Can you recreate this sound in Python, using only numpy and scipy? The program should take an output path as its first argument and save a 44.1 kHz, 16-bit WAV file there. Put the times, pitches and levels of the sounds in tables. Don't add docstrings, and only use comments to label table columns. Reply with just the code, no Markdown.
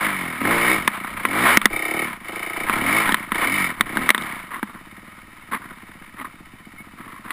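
import sys
import numpy as np
from scipy import signal
from scipy.fft import rfft, irfft, next_fast_len
from scipy.io import wavfile
from scipy.ndimage import uniform_filter1d, map_coordinates

SR = 44100
rng = np.random.default_rng(int(sys.argv[2]) if len(sys.argv) > 2 else 0)


def dump_mix(stems):
    frames = np.atleast_2d(stems).T
    limited = np.clip(frames, -1, 1)
    pcm = np.round(limited * 32767).astype(np.int16)
    wavfile.write(sys.argv[1], SR, pcm)


N = 322812
TIME = np.arange(N) / SR

# (frequency [Hz], level [dB])
BODYWORK = [(200, -40.5), (600, -8), (800, -8.5), (1030, 1.5), (1130, -1.5), (1280, 4.5), (1500, -3),
            (1900, 0.5), (2250, -3), (2600, -9.5), (3700, -15), (5500, -31.5)]


def exhaust(cycle, speed, boom_db, bark_db):
    # (frequency [Hz], width [Hz], level [dB])
    silencer_modes = [(86, 37, -9), (132, 38, -5.5), (185.4, 34, 2.5), (240, 63, 0.5), (319, 72, -7)]
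    # (frequency [Hz], width [Hz], level [dB])
    bark_modes = [(316, 45, 1.5), (529, 75, -0.5), (708, 71, -4), (838, 59, -3.5), (1020, 56, -28),
                  (1287, 23, -2.5)]
    steady_rate = 144
    uneven = amp(np.clip(steady_rate / speed - 1, 0, 2.6) * wobble(24))
    blowdown = uneven * strokes(cycle + .003 * speed, scatter_db=1, jitter_s=.00005)
    gulp = np.clip(speed / 70 - .1, .2, .55) * strokes(cycle - .27, scatter_db=1.2, jitter_s=.00005)
    gas = blowdown - gulp
    turbulence = bursts(blowdown, rise=.003, decay=.018, rough=.9)
    burble = np.clip(22 / speed - .25, .1, .7)
    boom = unit(ring(gas, silencer_modes)) + .7 * burble * unit(ring(turbulence, silencer_modes))
    rasp = bursts(blowdown, rise=.002, decay=.016, rough=.15)
    bark = unit(ring(gas, bark_modes)) + (.4 + burble) * unit(ring(rasp, bark_modes))
    return amp(boom_db) * unit(boom) + amp(bark_db) * unit(bark)


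def clatter(cycle, speed, clatter_db):
    # (frequency [Hz], width [Hz], level [dB])
    case_modes = [(1267, 37, 5), (1868, 33.6, 6.5), (2180, 156, 2.5), (2333, 20, 4.5), (2573, 25, -6),
                  (3014, 71, -3.5), (3664, 70, -5.5), (5130, 460, -17)]
    knock = strokes(cycle + .28, scatter_db=1.5, jitter_s=.0003)
    first_valve = strokes(cycle + .03, scatter_db=2, jitter_s=.0003)
    second_valve = strokes(cycle - .32, scatter_db=2, jitter_s=.0003)
    blows = knock + np.clip(speed / 50 - .4, .25, .9) * (first_valve + .7 * second_valve)
    singing = ring(ring(blows, case_modes), [(2197, 240, 0)])
    ping = np.clip(speed / 20 - .5, .3, 1) * unit(singing)
    scrape = unit(ring(bursts(blows, rise=.0019, decay=.0054, rough=.87), case_modes))
    whirr = np.clip(22 / speed - .4, .32, .8) * unit(ring(rng.standard_normal(N), case_modes))
    return amp(clatter_db) * unit(.95 * ping + .56 * scrape + whirr)


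def intake(cycle, speed, boom_db):
    acceleration = uniform_filter1d(np.gradient(speed) * SR, size=SR // 12)
    pull = np.clip(acceleration / 110, 0, 1) * np.clip((speed - 30) / 10, 0, 1)
    gulps = strokes(cycle - .27, scatter_db=.7, jitter_s=.00003)
    honk = unit(ring(gulps, [(262, 26, 0), (116, 25, -9)]))
    return 1.2 * pull * amp(boom_db) * honk


def engine_levels(speed):
    # (speed [firings/s], boom [dB], bark [dB], rattle [dB], clatter [dB])
    coasting_levels = [(14.3, -46.5, -58, -48, -50), (19.8, -50, -58.5, -45.5, -48),
                       (28.7, -42, -49, -34.5, -38), (42.7, -36, -41.5, -30.5, -32),
                       (62.5, -32.5, -35, -21, -29), (89.5, -32.5, -32, -20, -23.5)]
    # (opens [s], shuts [s], boom [dB], bark [dB], rattle [dB], clatter [dB])
    twists = [(0.422, 0.57, 4, 14, 2, 2), (0.589, 0.744, -1.5, 11, -0.5, 6), (1.255, 1.52, -1, 8.5, 0.5, 2),
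              (1.687, 1.884, -7.5, 13, -2, 9.5), (1.883, 2.025, -3, 11, -2, 7.5),
              (2.244, 2.654, -2.5, 12.5, 0, 8), (2.684, 2.891, 3.5, 9, 6, 6.5),
              (2.903, 3.005, 0, 7.5, 0.5, 8), (3.325, 3.47, 2.5, 15.5, 8, 11),
              (3.502, 3.658, 1.5, 1, 0.5, 8.5), (3.807, 4.07, 5, 9, 2, 1.5)]
    rates, *columns = np.transpose(coasting_levels)
    coasting = np.array([np.interp(np.log(speed), np.log(rates), db) for db in columns])
    load = sum(np.outer(load_db, swell(opens, shuts, rise=.025, fall=.046))
               for opens, shuts, *load_db in twists)
    return coasting + load


def rattle(cycle, speed, rattle_db):
    # (start [s], end [s], level [dB])
    shakes = [(-0.02, 0.06, -25), (0.906, 0.972, -30), (1.423, 1.519, -14.5), (2.648, 2.78, -23.5),
              (3.02, 3.117, -21.5), (3.41, 3.44, -16.5), (4.16, 4.30, -48)]
    shake_power = sum((amp(db) * swell(start, end, rise=.044, fall=.012)) ** 2
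                      for start, end, db in shakes)
    level = np.sqrt(amp(rattle_db) ** 2 + shake_power)
    ticks = bursts(contacts(per_second=260, scatter_db=5.7), rise=.0005, decay=.004, rough=1)
    chatter = unit(ticks + .7 * rng.standard_normal(N))
    kicks = strokes(cycle + .3, scatter_db=2.5, jitter_s=.00005)
    buzz = bursts(kicks, rise=.0018, decay=.031, rough=.27)
    buzz_share = np.clip(speed / 80, .2, .8)
    shaking = np.sqrt(1 - buzz_share) * chatter + np.sqrt(buzz_share) * buzz
    return level * unit(colour(shaking, BODYWORK))


def bumps():
    # (time [s], level [dB], thud [dB re clack], snap [dB re clack], clack pitch [ratio])
    blows = [(0.066, -32, -11, -17, 1.02), (0.416, -38.5, 3, -27, 1.01), (0.452, -31.5, -2, -27.5, 0.91),
             (0.877, -19.5, -12.5, -12, 0.92), (1.046, -38, -13, -19, 0.68),
             (1.252, -23.5, -10.5, -30, 1.006), (1.572, -10.5, -4.5, -10, 1.11),
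             (1.616, -22, -14, -9, 1.15), (1.656, -11.5, -6.5, -8, 1.02), (2.697, -29, -7.5, -34.5, 1.07),
             (3.092, -28.5, -5, -13, 0.8), (3.122, -32.5, -2, -2.5, 0.93), (3.144, -25, -10.5, -8, 0.99),
             (3.319, -29.5, -7.5, -15.5, 0.95), (3.356, -37.5, -16, -9, 0.92),
             (3.809, -19.5, -10, -5, 1.04), (3.971, -28, -6, -16, 0.81), (4.091, -20, -18, -14, 1.05),
             (4.104, -8.5, -15, -12.5, 1.1), (4.147, -16, -14.5, -9, 1.01), (4.179, -30.5, -6, -1, 0.92),
             (4.222, -48, -15, 2, 0.6), (4.629, -34.5, 1, -36.5, 0.83), (6.195, -50.5, -3, -23.5, 0.86),
             (7.306, -35, -14.5, -11.5, 1.05)]
    # (frequency [Hz], level [dB])
    clack_spectrum = [(100, -34), (250, -20), (450, -12), (750, -29), (1030, 3.5), (1300, 0), (1550, -4.5),
                      (1950, 9.5), (2300, -6.5), (2650, -6.5), (3700, -31.5), (5500, -78.5)]
    # (frequency [Hz], level [dB])
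    snap_spectrum = [(1200, -45), (2000, -36), (2500, -8), (3000, 5), (3700, 8.5), (4400, -10.5),
                     (5600, -14)]
    t = np.arange(SR // 8) / SR
    track = np.zeros(N + len(t))

    def noise_burst(decay):
        return unit(rng.standard_normal(len(t)) * np.exp(-t / decay))

    for start, db, thud_db, snap_db, pitch in blows:
        impact = unit(t == 0) + .78 * noise_burst(.0017)
        clack = unit(colour(impact, np.multiply(clack_spectrum, [pitch, 1])))
        shiver = unit(colour(noise_burst(.0074), BODYWORK))
        thud = unit(ring(np.exp(-t / .00075), [(204.5, 27, -2.5), (283, 116, -6)]))
        snap = unit(colour(noise_burst(.0022), snap_spectrum))
        blow = clack + amp(-5.5) * shiver + amp(thud_db) * thud + amp(snap_db) * snap
        track[round(start * SR):][:len(t)] += amp(db) * blow
    return track[:N]


def scuffs():
    # (start [s], end [s], level [dB])
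    rubs = [(4.488, 4.581, -30.5), (4.648, 4.77, -41.5), (5.51, 5.556, -25), (5.60, 5.66, -38.5),
            (5.678, 5.727, -34), (6.167, 6.253, -32.5), (6.967, 7.184, -41.5), (7.238, 7.32, -35.5)]
    # (frequency [Hz], level [dB])
    rasp_spectrum = [(100, -27), (250, -1.5), (500, -17), (800, -16), (1050, 2.5), (1500, -6), (2050, -3.5),
                     (2600, -18.5), (3700, -22.5), (5500, -39.5)]
    slips = bursts(contacts(per_second=420, scatter_db=1), rise=.0005, decay=.0037, rough=.97)
    level = sum(amp(db) * swell(start, end, rise=.019, fall=.028) for start, end, db in rubs)
    return level * unit(colour(slips, rasp_spectrum))


def squeak():
    start_s, end_s, glide_hz_per_s = 6.77, 6.815, 1420
    hz = 2150 + glide_hz_per_s * (TIME - start_s) + 12 * wobble(170)
    envelope = swell(start_s, end_s, rise=.015, fall=.015)
    return amp(-38) * envelope * np.sin(2 * np.pi * np.cumsum(hz) / SR)


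def wind():
    # (start [s], end [s], level [dB])
    gusts = [(0.42, 0.80, -40.5), (1.10, 1.17, -41), (1.55, 1.74, -37), (2.552, 2.95, -41.5),
             (3.03, 3.127, -38), (3.266, 3.42, -44), (3.773, 3.82, -34), (3.948, 4.02, -39)]
    # (frequency [Hz], level [dB])
    rumble_spectrum = [(15, 0.5), (30, -9), (41, -3.5), (55, -8), (120, -10), (300, -13), (1500, -74)]
    steady = amp(-52)
    gusting = sum(amp(db) * swell(start, end, rise=.032, fall=.075) for start, end, db in gusts)
    return np.hypot(steady, gusting) * unit(colour(rng.standard_normal(N), rumble_spectrum))


def hiss():
    return amp(-60) * rng.standard_normal(N)


def amp(db):
    return 10 ** (np.asarray(db) / 20)


def unit(x):
    return x / np.sqrt(np.mean(x ** 2) + 1e-20)


def swell(start, end, rise, fall):
    return np.clip(np.minimum((TIME - start) / rise, 1 - (TIME - end) / fall), 0, 1)


def wobble(rate):
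    return map_coordinates(rng.standard_normal(4096), [TIME * rate], mode="wrap")


def strokes(cycle, scatter_db, jitter_s):
    turns = np.arange(1, int(cycle[-1]) + 1)
    size, slip = rng.standard_normal((1000, 2))[:len(turns)].T
    at = np.searchsorted(cycle, turns) + (slip * jitter_s * SR).astype(int)
    at = np.clip(at, 0, N - 1)
    return np.bincount(at, amp(scatter_db * size) / np.sqrt(np.gradient(cycle)[at]), N)


def contacts(per_second, scatter_db):
    chance, size = rng.random(N), rng.standard_normal(N)
    return (chance < per_second / SR) * amp(scatter_db * np.clip(size, -2, 2))


def bursts(pulses, rise, decay, rough):
    t = np.arange(SR // 16) / SR
    shape = (1 - np.exp(-t / rise)) * np.exp(-t / decay)
    repeated = signal.fftconvolve(pulses, shape * rng.standard_normal(len(t)))[:N]
    fresh = signal.fftconvolve(pulses, shape)[:N] * rng.standard_normal(N)
    return np.sqrt(1 - rough) * unit(repeated) + np.sqrt(rough) * unit(fresh)


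def filtered(x, response):
    size = 2 * next_fast_len(len(x) // 2 + 4096)
    hz = np.fft.rfftfreq(size, 1 / SR)
    return irfft(rfft(x, size) * response(hz), size)[:len(x)]


def ring(x, modes):
    def response(f):
        return sum((-1) ** k * amp(db) * 1j * f * width / (hz * hz - f * f + 1j * f * width)
                   for k, (hz, width, db) in enumerate(modes))
    return filtered(x, response)


def colour(x, outline):
    hz, db = np.transpose(outline)

    def response(f):
        gain = amp(np.interp(np.log(f + 1), np.log(hz), db))
        cepstrum = irfft(np.log(gain))
        half = len(cepstrum) // 2
        causal_fold = np.r_[1, np.full(half - 1, 2), 1, np.zeros(half - 1)]
        return np.exp(rfft(cepstrum * causal_fold))
    return filtered(x, response)


def scene():
    # (time [s], speed [firings/s])
    revs = [(0.0, 54.89), (0.391, 36.71), (0.511, 58.06), (0.61, 57.37), (0.73, 65.13), (0.802, 43.41),
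            (0.948, 28.77), (1.219, 31.28), (1.403, 59.55), (1.535, 87.07), (1.626, 47.88), (1.748, 31.43),
            (2.053, 39.16), (2.197, 23.53), (2.41, 29.24), (2.529, 28.01), (2.813, 36.48), (2.966, 56.02),
            (3.019, 56.0), (3.279, 22.9), (3.428, 31.91), (3.549, 52.07), (3.854, 28.97), (4.047, 39.99),
            (4.177, 40.37), (4.511, 20.55), (4.757, 15.76), (5.055, 20.31), (5.382, 19.36), (5.676, 17.24),
            (6.282, 14.98), (6.453, 15.46), (6.678, 14.79), (7.32, 15.95)]
    # (start [s], end [s], gain [dB])
    lulls = [(0.29, 0.375, 0), (2.125, 2.22, -3), (3.702, 3.777, -8.5)]
    speed = np.interp(TIME, *np.transpose(revs))
    cycle = .33 + np.cumsum(speed) / SR
    boom_db, bark_db, rattle_db, clatter_db = engine_levels(speed)
    bike = exhaust(cycle, speed, boom_db, bark_db)
    bike += clatter(cycle, speed, clatter_db)
    bike += intake(cycle, speed, boom_db)
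    bike += rattle(cycle, speed, rattle_db)
    lull_db = sum(db * swell(start, end, rise=.035, fall=.035) for start, end, db in lulls)
    return (amp(lull_db) * bike + bumps() + scuffs() + squeak() + wind() + hiss())[None]


def limiter(x, ceiling_db, recovery_db_per_s, lag_s):
    over_db = np.maximum(20 * np.log10(np.abs(x) + 1e-9) - ceiling_db, 0)
    recovery_db = recovery_db_per_s * TIME
    cut_db = np.maximum.accumulate(over_db + recovery_db) - recovery_db
    pole = np.exp(-1 / (lag_s * SR))
    return x * amp(-signal.lfilter([1 - pole], [1, -pole], cut_db))


def record(dry):
    hold_hz, top_hz = 12000, 15500
    limited = limiter(dry[0], ceiling_db=-5.5, recovery_db_per_s=247, lag_s=.0059)
    clipped = np.clip(signal.resample_poly(limited, hold_hz, SR), -1, 1)
    held = signal.resample_poly(np.repeat(clipped, 8), SR, 8 * hold_hz)[:N]
    return filtered(held, lambda hz: hz < top_hz)[None]


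dry = scene()
out = record(dry)
dump_mix(out)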